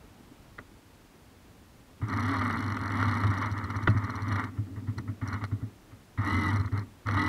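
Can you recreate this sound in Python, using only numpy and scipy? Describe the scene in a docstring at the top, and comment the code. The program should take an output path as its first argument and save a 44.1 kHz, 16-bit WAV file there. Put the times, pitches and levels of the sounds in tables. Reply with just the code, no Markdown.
"""A model sailboat's sail winch heard on board, over a lake that washes the hull and laps its planks.
At 0.6 s comes a faint knock; from 2.0 s the geared servo hauls for 2.5 s, its teeth rasping,
the hull booming, the deck rattling and two wheels ticking once a turn; near full speed it whines.
At 3.9 s the sail swings over and snaps the sheet tight; from 4.6 s the servo twitches to hold it.
Fast runs follow at 6.2 s and 7.0 s. Teeth, hull and water are impulses, noise and tones in resonant bodies."""
import sys
import numpy as np
from scipy import signal
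from scipy.fft import rfft, irfft, next_fast_len
from scipy.io import wavfile
from scipy.ndimage import map_coordinates

SR = 44100
rng = np.random.default_rng(int(sys.argv[2]) if len(sys.argv) > 2 else 0)


def pcm_store(signal):
    """Save signal as 16-bit PCM."""
    levels = np.round(np.clip(np.atleast_2d(signal), -1, 1) * 32767)
    wavfile.write(sys.argv[1], SR, levels.astype(np.int16).T)


N = 321048
T = np.arange(N) / SR  # s

# Wash along the hull. Each row: time in seconds, gain in dB.
WASH = [(0, -52.5), (1.0, -55), (7.28, -54.5)]
# Wavelets on the planks. Each row: start in seconds, relative level in dB.
LAPS = [(.029, -45.5), (0.193, -45.5), (0.311, -43), (.588, -44.5), (0.713, -47.5), (1.143, -47),
        (5.779, -64)]
# Colour of the water. Each row: frequency in Hz, relative density in dB.
LAKE_COLOUR = [(15, -47), (25, 0), (107, 1.5), (129, -3), (281, -3.5), (331, -7), (457, -11), (666, -13),
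               (895, -14), (997, -15), (15500, -31.5)]
# Colour of the deck. Each row: frequency in Hz, relative density in dB.
DECK_COLOUR = [(100, -20), (165, -10), (210, -3.5), (260, 0.5), (310, -6.5), (370, -17), (420, -12.5),
               (520, -32), (900, -63.5)]
# Knocks of the rigging and hard clacks of the winch wheels. Each row: start in seconds,
# relative crack level in dB, relative thump level in dB.
KNOCKS = [(.583, -40, -58), (.588, -32.5, -57), (2.418, -26, -43), (2.502, -25.5, -62), (2.77, -26, -56),
          (2.907, -27.5, -59.5), (3.028, -22.5, -53), (3.238, -27, -70), (3.874, -16.5, -25),
          (3.876, -13.5, -22.5), (3.880, -24, -16.5), (3.886, -41, -16.5), (3.948, -66.5, -23),
          (4.985, -37.5, -50), (6.679, -40.5, -42), (7.088, -23, -45)]
# Colour of the cracks. Each row: frequency in Hz, relative density in dB.
CRACK_COLOUR = [(300, -10), (700, -14), (950, -9), (1250, 7), (1650, -3), (1950, 3.5), (2250, -19),
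                (2550, -31), (3300, -16.5), (4100, -28), (6000, -46), (14000, -77)]
# Colour of the planks. Each row: frequency in Hz, relative density in dB.
PLANK_COLOUR = [(150, 0), (300, 0), (600, -0.5), (780, -7), (1000, -3), (1450, 2.5), (2000, -30),
                (2600, -15), (8000, -46)]
# Modes of the hull. Each row: frequency in Hz, mean level in dB, decay by 60 dB in seconds.
HULL_MODES = [(106, 2.5, 0.24), (205.5, -12, 0.199), (259.4, -4.5, 0.083), (318, -16, 0.043),
              (440, -33, 0.14), (643, -29, 0.17)]
# Short thumps with a burst of rasp: motor starts, twitches, a mid-run creak and the faint early knock.
# Each row: thump start in seconds, relative thump level in dB, relative rasp level in dB,
# Gaussian time constant of the rasp in seconds.
THUMPS = [(.589, -54, -49.5, 0.02), (2.022, -26, -44, 0.049), (3.425, -30, -32, 0.062),
          (4.582, -27.5, -50, 0.018), (4.767, -30, -51.5, 0.04), (4.879, -26.5, -49.5, 0.037),
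          (4.983, -29, -56, 0.031), (5.084, -28, -49, .028), (5.221, -27, -42, 0.039),
          (5.335, -27.5, -39.5, 0.061), (5.419, -29.5, -41, 0.015), (5.52, -25, -49, .028),
          (5.623, -27.5, -56.5, 0.026), (5.921, -44.5, -58.5, 0.0255), (6.183, -27, -39.5, 0.21),
          (6.725, -27, -45, 0.058), (6.775, -31.5, -53, .028), (7.068, -44, -44, 0.057)]
# Colour of the gearbox. Each row: frequency in Hz, relative density in dB.
GEARBOX_COLOUR = [(350, -47.5), (520, -13), (780, -11), (930, -1.5), (1010, -3.5), (1190, 3), (1400, -1),
                  (1640, -10.5), (1870, -2.5), (2120, -5.5), (2310, -16.5), (2450, -35), (4300, -37),
                  (7000, -94), (15000, -92)]
# Colour of the servo's case. Each row: frequency in Hz, relative density in dB.
CASE_COLOUR = [(1800, -29), (2600, -17.5), (2970, 4.5), (3140, -6), (3360, 1.5), (3550, -8.5), (3760, 5),
               (4000, -24), (4140, 4), (4400, -14), (5800, -14.5), (7000, -54), (12000, -62.5)]
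# Winch wheel, long haul. Each row: time in seconds, speed in turns per second.
HAUL = [(2.006, 0), (2.119, 26), (2.312, 40.1), (2.569, 30.4), (2.76, 21.2), (2.899, 23.5), (3.007, 37.4),
        (3.403, 25.5), (3.517, 15.6), (3.72, 16.6), (3.93, 12.9), (4.12, 18.6), (4.23, 12.8), (4.333, 29.6),
        (4.452, 20.2), (4.513, 0)]
# Winch wheel, first fast run. Each row: time in seconds, speed in turns per second.
SECOND_RUN = [(6.207, 0), (6.266, 42.1), (6.38, 44.8), (6.502, 42.2), (6.709, 0)]
# Winch wheel, last fast run. Each row: time in seconds, speed in turns per second.
THIRD_RUN = [(7.033, 0), (7.088, 24.9), (7.186, 43)]
# Small corrections of the sail. Each row: start in seconds, length in seconds, top speed in turns per second.
NUDGES = [(4.965, .05, 17.1), (5.215, .18, 19.3), (5.41, .06, 19.5), (6.71, .13, 17.4)]
# Motor current. Each row: on in seconds, off in seconds, gain in dB.
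POWER = [(1.997, 5.13, -0.58), (5.201, 5.677, -2.5), (6.164, 6.842, -1), (7.048, 7.3, -1)]
# Pressure of the sheet on the teeth. Each row: time in seconds, rasp gain in dB.
LOAD = [(2.05, -0.5), (2.13, 2), (2.45, 1.5), (2.95, 1.5), (3.3, 2.5), (3.7, 3.5), (4.45, 3.5),
        (4.98, -4.5), (5.3, 1.5), (6.3, -.5), (6.6, -.5), (6.82, 1.5), (7.1, 2)]
# Tugs of the sheet. Each row: centre in seconds, half width to 1/e in seconds, peak boom gain in dB.
TUGS = [(3.084, 0.063, 7), (3.274, 0.043, 13), (4.325, 0.054, 6), (6.382, 0.048, 6), (6.59, 0.074, 9.5),
        (7.177, 0.09, 7)]
# Low rumble of the hull. Each row: frequency in Hz, relative density in dB.
RUMBLE_COLOUR = [(20, -22), (55, -16.0), (90, 21), (125, 10.0), (170, -4.0), (300, -60.5)]
# Lag of the second wheel behind the first. Each row: time in seconds, lag in turns.
TRAIL = [(2.35, 0.71), (2.7, 0.53), (3.03, 0.44), (3.3, .23), (3.7, 0.083), (4.45, 0.14), (5.0, 0.071),
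         (6.25, .42), (6.56, 0.29), (7.28, 0.29)]
# Colour of the ticks. Each row: frequency in Hz, relative density in dB.
TICK_COLOUR = [(1500, -10), (2950, -34), (3900, -8), (4150, 9), (4450, -4.5), (5350, -8), (5830, 3),
               (6080, -12.5), (6300, -7.5), (6800, -21.5), (8100, -11), (9000, -18.5), (11400, -10),
               (12700, -43)]
# Motor tones. Each row: multiple of motor speed, relative level in dB.
ORDERS = [(5, -10), (6, -13), (7, -7), (11, 0), (16, -22), (22, -21)]

GEAR_RATIO, TEETH = 4.2, 11  # motor turns per wheel turn; teeth of the pinion
THUMP_S, PLANK_GRIT = .048, 5.3
POWER_ATTACK_S, POWER_RELEASE_S = 0.016, 0.039
CRUISE_TURNS_PER_S = 30
CREEP_TURNS_PER_S = 2.9  # the gears still fret while the servo holds
# levels at cruising pace and their growth with speed
RASP_DB, RASP_DB_PER_PACE_DB = -38, 1.3
BOOM_DB, BOOM_DB_PER_PACE_DB = -34, 0.48
RATTLE_DB, RATTLE_DB_PER_TURN_PER_S = -36, 0.32
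SMOOTH_DB_PER_TURN_PER_S, SMOOTH_FROM_TURNS_PER_S = .7, 39
SWELL_TURNS_PER_S, SWELL_WIDTH_TURNS_PER_S = 15, 8
RASP_SWELL_DB, RASP_SWELL_LAG_TURNS = 1, -0.033
BOOM_SWELL_DB, BOOM_SWELL_LAG_TURNS = 6.5, .13
BOOM_HZ, BOOM_SAG_HZ = 101.1, 7.08  # the pitch sags at full speed
TICK_GAIN_DB, TICK_SCATTER_DB, TICK_T60_S = -15, 1.3, .011
TICK_FULL_TURNS_PER_S = 16  # slower wheels tick more softly
TICK_TREBLE_HZ, TICK_TREBLE_DB_PER_TURN_PER_S = 7500, 0.2
TICK_CASE_DB, THUMP_CASE_DB, RASP_CASE_DB = -17.5, -21.5, -22  # share of the servo's case
WHINE_GAIN_DB = -33.3
TOP_HZ = 15720


def amp(db):
    """Amplitude factor of a level in dB."""
    return 10 ** (np.asarray(db) / 20)


def unit(x):
    """x scaled to unit RMS."""
    return x / np.sqrt(np.mean(x ** 2) + 1e-20)


def curves(rows):
    """One value per sample for each column after the time."""
    s, *cols = np.transpose(rows)
    return [np.interp(T, s, c) for c in cols]


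def noise():
    """White noise over the whole scene."""
    return rng.standard_normal(N)


def wobble(rate_hz):
    """A smooth random curve with rate_hz knots a second."""
    knots = rng.standard_normal(int(N * rate_hz / SR) + 4)
    return map_coordinates(knots, [T * rate_hz])


def filtered(x, response):
    """x times a complex response of frequency."""
    m = next_fast_len(N + SR // 2)
    return irfft(rfft(x, m) * response(np.fft.rfftfreq(m, 1 / SR)), m)[:N]


def coloured(x, points):
    """x through a causal, minimum-phase body of unit energy with the given (Hz, dB) colour."""
    size = 8192
    hz, db = np.transpose(points)
    log_hz = np.log(np.fft.rfftfreq(size, 1 / SR) + 1)
    gain = amp(np.interp(log_hz, np.log(hz), db))
    cepstrum = irfft(np.log(gain))
    cepstrum[1:size // 2] *= 2  # fold onto positive time
    cepstrum[size // 2 + 1:] = 0
    ring = irfft(np.exp(rfft(cepstrum)))
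    return signal.fftconvolve(x, ring / np.linalg.norm(ring))[:N]


def passes(turns):
    """Samples at which a growing count reaches a whole number."""
    return np.flatnonzero(np.diff(np.floor(turns)) > 0)


def add(track, s, sound):
    """Mix a sound into the track at time s."""
    part = track[round(s * SR):][:len(sound)]
    part += sound[:len(part)]


def contact(t60, grit):
    """A hard touch of unit energy: one impulse and a dying scrape."""
    t = np.arange(SR // 20) / SR
    scrape = rng.standard_normal(len(t)) * amp(-60 * t / t60)
    touch = grit * scrape / np.linalg.norm(scrape)
    touch[0] += 1
    return touch / np.linalg.norm(touch)


def lake():
    """Water washes unevenly along the hull under a smooth, faint hiss; wavelets slap the planks."""
    water = unit(coloured(noise(), LAKE_COLOUR))
    low = filtered(water, lambda hz: 1 / (1 + (hz / 2500) ** 2))
    wash = low * amp(curves(WASH)[0] + 0.62 * wobble(20))
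    hiss = (water - low) * amp(-56.5)
    slaps, t = np.zeros(N), np.arange(SR // 4) / SR
    envelope = (1 - np.exp(-t / 0.0043)) * np.exp(-t / 0.015)
    for s, db in LAPS:
        add(slaps, s, amp(db + 0.5) * envelope * rng.standard_normal(len(t)))
    return wash + hiss + coloured(slaps, DECK_COLOUR)


def hull_ring(t, hold_s):
    """The hull's modes, driven for hold_s and then dying exponentially."""
    ring = np.zeros(len(t))
    for hz, db, t60 in HULL_MODES:
        decay_db = 60 * np.maximum(t - hold_s, 0) / t60
        ring += amp(db + 1.8 * rng.standard_normal() - decay_db) * np.sin(2 * np.pi * hz * t)
    return ring


def knocks():
    """Rigging knocks and wheel clacks: a dry crack; the planks ring on, duller, and the hull answers."""
    cracks, planks, thumps = np.zeros(N), np.zeros(N), np.zeros(N)
    t = np.arange(SR // 2) / SR
    attack = 1 - np.exp(-t / 0.0028)
    for s, crack_db, thump_db in KNOCKS:
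        add(cracks, s, amp(crack_db + 18.5) * contact(t60=.012, grit=.5))
        add(planks, s + 0.00192, amp(crack_db + 14.5) * contact(t60=0.059, grit=PLANK_GRIT))
        add(thumps, s, amp(thump_db) * attack * hull_ring(t, hold_s=0.0094))
    return coloured(cracks, CRACK_COLOUR) + coloured(planks, PLANK_COLOUR) + thumps


def rasping_thumps():
    """Short thumps of the hull's modes, each with a burst of rasp in gearbox and case."""
    thumps, grind = np.zeros(N), np.zeros(N)
    t = np.arange(SR // 4) / SR
    push = (1 - np.exp(-t / 0.0062)) * np.exp(-(t / THUMP_S) ** 3)
    for s, thump_db, rasp_db, length_s in THUMPS:
        add(thumps, s, amp(thump_db) * push * hull_ring(t, hold_s=0.012))
        envelope = (1 - np.exp(-t / 0.00056)) * np.exp(-(t / length_s) ** 2)
        add(grind, s - .008, amp(rasp_db) * envelope * rng.standard_normal(len(t)))
    case = amp(THUMP_CASE_DB) * coloured(grind, CASE_COLOUR)
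    return thumps + coloured(grind, GEARBOX_COLOUR) + case


def current():
    """Gain of the motor: it switches on quickly, holds and dies away."""
    gain = np.zeros(N)
    for on_s, off_s, db in POWER:
        attack = np.clip((T - on_s) / POWER_ATTACK_S, 0, 1)
        gain += amp(db) * attack * np.exp(-np.maximum(T - off_s, 0) / POWER_RELEASE_S)
    return gain


def wheel_speed():
    """Turns per second of the winch wheel: three runs, and nudges that rise and fall as a half sine."""
    speed = sum(curves(run)[0] for run in (HAUL, SECOND_RUN, THIRD_RUN))
    for s, length_s, top in NUDGES:
        speed = speed + top * np.sin(np.pi * np.clip((T - s) / length_s, 0, 1))
    return speed


def pace_db(speed):
    """Speed of the gears, creep included, in dB over cruising speed."""
    return 20 * np.log10((speed + CREEP_TURNS_PER_S) / CRUISE_TURNS_PER_S)


def free_running(speed):
    """0 under load, 1 when the motor reaches full speed."""
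    return np.clip((speed - 39.5) / 3, 0, 1)


def swell(turns, speed, lag_turns):
    """The wheel binds once a turn, most near SWELL_TURNS_PER_S: between -1 and 1."""
    depth = np.exp(-((speed - SWELL_TURNS_PER_S) / SWELL_WIDTH_TURNS_PER_S) ** 2)
    return depth * np.cos(2 * np.pi * (turns - lag_turns))


def rasp_level(turns, speed):
    """The rasp grows with speed and load and swells a little once a turn (dB)."""
    bind_db = RASP_SWELL_DB * swell(turns, speed, RASP_SWELL_LAG_TURNS)
    return RASP_DB + RASP_DB_PER_PACE_DB * pace_db(speed) + curves(LOAD)[0] + bind_db


def gears(turns, speed, rasp_db):
    """Loose, uneven pinion teeth strike and slide; the gearbox and the case ring with them."""
    motor = GEAR_RATIO * turns
    at = passes(TEETH * motor)
    tooth_samples = SR / (TEETH * GEAR_RATIO * np.maximum(speed[at], 10))
    # wear recurs every motor turn and slowly shifts: a comb of wavering, gliding tones
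    wear = np.zeros(len(at))
    for k in range(1, TEETH // 2 + 1):
        wear += np.cos(2 * np.pi * k * motor[at] + wobble(8)[at] + rng.uniform(0, 2 * np.pi))
    chance = unit(rng.standard_normal(len(at)) * amp(1.47 * rng.standard_normal(len(at))))
    size = .2 + .95 * unit(wear) + chance
    strikes = np.bincount(at, unit(size) * np.sqrt(tooth_samples), N)
    sliding = unit(noise())
    meshing = speed / (speed + 8)
    # the pinion bites harder once a motor turn
    throb = unit(amp(2 * np.sin(2 * np.pi * motor) + 1.94 * wobble(70)))
    force = (np.sqrt(meshing) * strikes + np.sqrt(1 - meshing) * sliding) * throb * amp(rasp_db)
    # at full speed the teeth run smoother
    force *= amp(-SMOOTH_DB_PER_TURN_PER_S * np.maximum(speed - SMOOTH_FROM_TURNS_PER_S, 0))
    buzz_db = rasp_db + 0.22 * (speed - 33.5) + 2 * np.cos(2 * np.pi * turns) + 3.8 * wobble(140)
    buzz = noise() * amp(buzz_db)
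    return coloured(force, GEARBOX_COLOUR) + amp(RASP_CASE_DB) * coloured(buzz, CASE_COLOUR)


def boom_level(turns, speed):
    """The boom grows with speed, swells once a turn and rises as the motor labours at each tug (dB)."""
    tugs_db = sum(db * np.exp(-((T - s) / half_s) ** 2) for s, half_s, db in TUGS)
    bind_db = BOOM_SWELL_DB * swell(turns, speed, BOOM_SWELL_LAG_TURNS)
    return BOOM_DB + BOOM_DB_PER_PACE_DB * pace_db(speed) + bind_db + tugs_db


def hull(turns, speed):
    """The working motor shakes the hull's lowest mode and rattles the deck."""
    boom_hz = BOOM_HZ - BOOM_SAG_HZ * free_running(speed)
    phase = 2 * np.pi * np.cumsum(boom_hz) / SR + 0.16 * wobble(25)
    boom = unit(np.sin(phase) * amp(1.1 * wobble(22)))
    rumble = unit(coloured(noise(), RUMBLE_COLOUR))
    shake = unit(coloured(noise(), DECK_COLOUR))
    unbalance = unit(np.sin(2 * np.pi * 7 * turns + .5 * wobble(30)))
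    # the unbalance swells as it crosses the deck's resonance at 265 Hz
    deck_gain = 1.29 * np.exp(-((7 * speed - 265) / 45) ** 2)
    rattle = (shake + deck_gain * unbalance) / np.hypot(1, deck_gain)
    rattle_db = RATTLE_DB + RATTLE_DB_PER_TURN_PER_S * (speed - CRUISE_TURNS_PER_S)
    return amp(boom_level(turns, speed)) * (0.88 * boom + 0.5 * rumble) + amp(rattle_db) * rattle


def ticks(turns, speed, rasp_db):
    """Two wheels each catch once a turn, clacking in gearbox and case; the second drifts against the first."""
    touches, clacks = np.zeros(N), np.zeros(N)
    firmness = np.minimum(speed / TICK_FULL_TURNS_PER_S, 1)
    for wheel, db in (turns, -11.5), (turns - curves(TRAIL)[0], -13):
        for i in passes(wheel):
            touch_db = db + TICK_SCATTER_DB * rng.standard_normal()
            add(touches, T[i], firmness[i] * amp(touch_db) * contact(t60=TICK_T60_S, grit=2.6))
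            clack_db = db + min(rasp_db[i], -36) + 28.5 + 5.1 * rng.standard_normal()
            add(clacks, T[i], amp(clack_db) * contact(t60=0.028, grit=1.0))
    snap = coloured(touches, TICK_COLOUR) * amp(TICK_GAIN_DB)
    treble = filtered(snap, lambda hz: hz ** 8 / (hz ** 8 + float(TICK_TREBLE_HZ) ** 8))
    # a faster wheel ticks brighter
    brightness = amp(TICK_TREBLE_DB_PER_TURN_PER_S * (speed - CRUISE_TURNS_PER_S))
    case = amp(TICK_CASE_DB) * coloured(clacks, CASE_COLOUR)
    return snap - treble + brightness * treble + coloured(clacks, GEARBOX_COLOUR) + case


def whine(turns, speed):
    """Motor tones near full speed; the wheel runs off centre and swells them once a turn."""
    wheel = 2 * np.pi * turns
    motor = GEAR_RATIO * wheel + .055 * wobble(120) + .06 * np.sin(wheel)
    tones = sum(amp(db + 2.5 * wobble(45)) * np.sin(k * motor) for k, db in ORDERS)
    return free_running(speed) * amp(WHINE_GAIN_DB) * unit(tones * (1 - .5 * np.cos(wheel)))


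def scene():
    """Gears, hull and whine follow the motor current; the other layers are added ungated."""
    speed = wheel_speed()
    turns = np.cumsum(speed) / SR
    rasp_db = rasp_level(turns, speed)
    servo = gears(turns, speed, rasp_db) + hull(turns, speed) + whine(turns, speed)
    mix = lake() + knocks() + rasping_thumps() + current() * servo + ticks(turns, speed, rasp_db)
    return mix[None]


def record(dry):
    """The lowest bass is thinned and the sound ends at TOP_HZ."""
    return filtered(dry[0], lambda hz: (hz < TOP_HZ) * 1j * hz / (1j * hz + 22))[None]


dry = scene()
out = record(dry)
pcm_store(out)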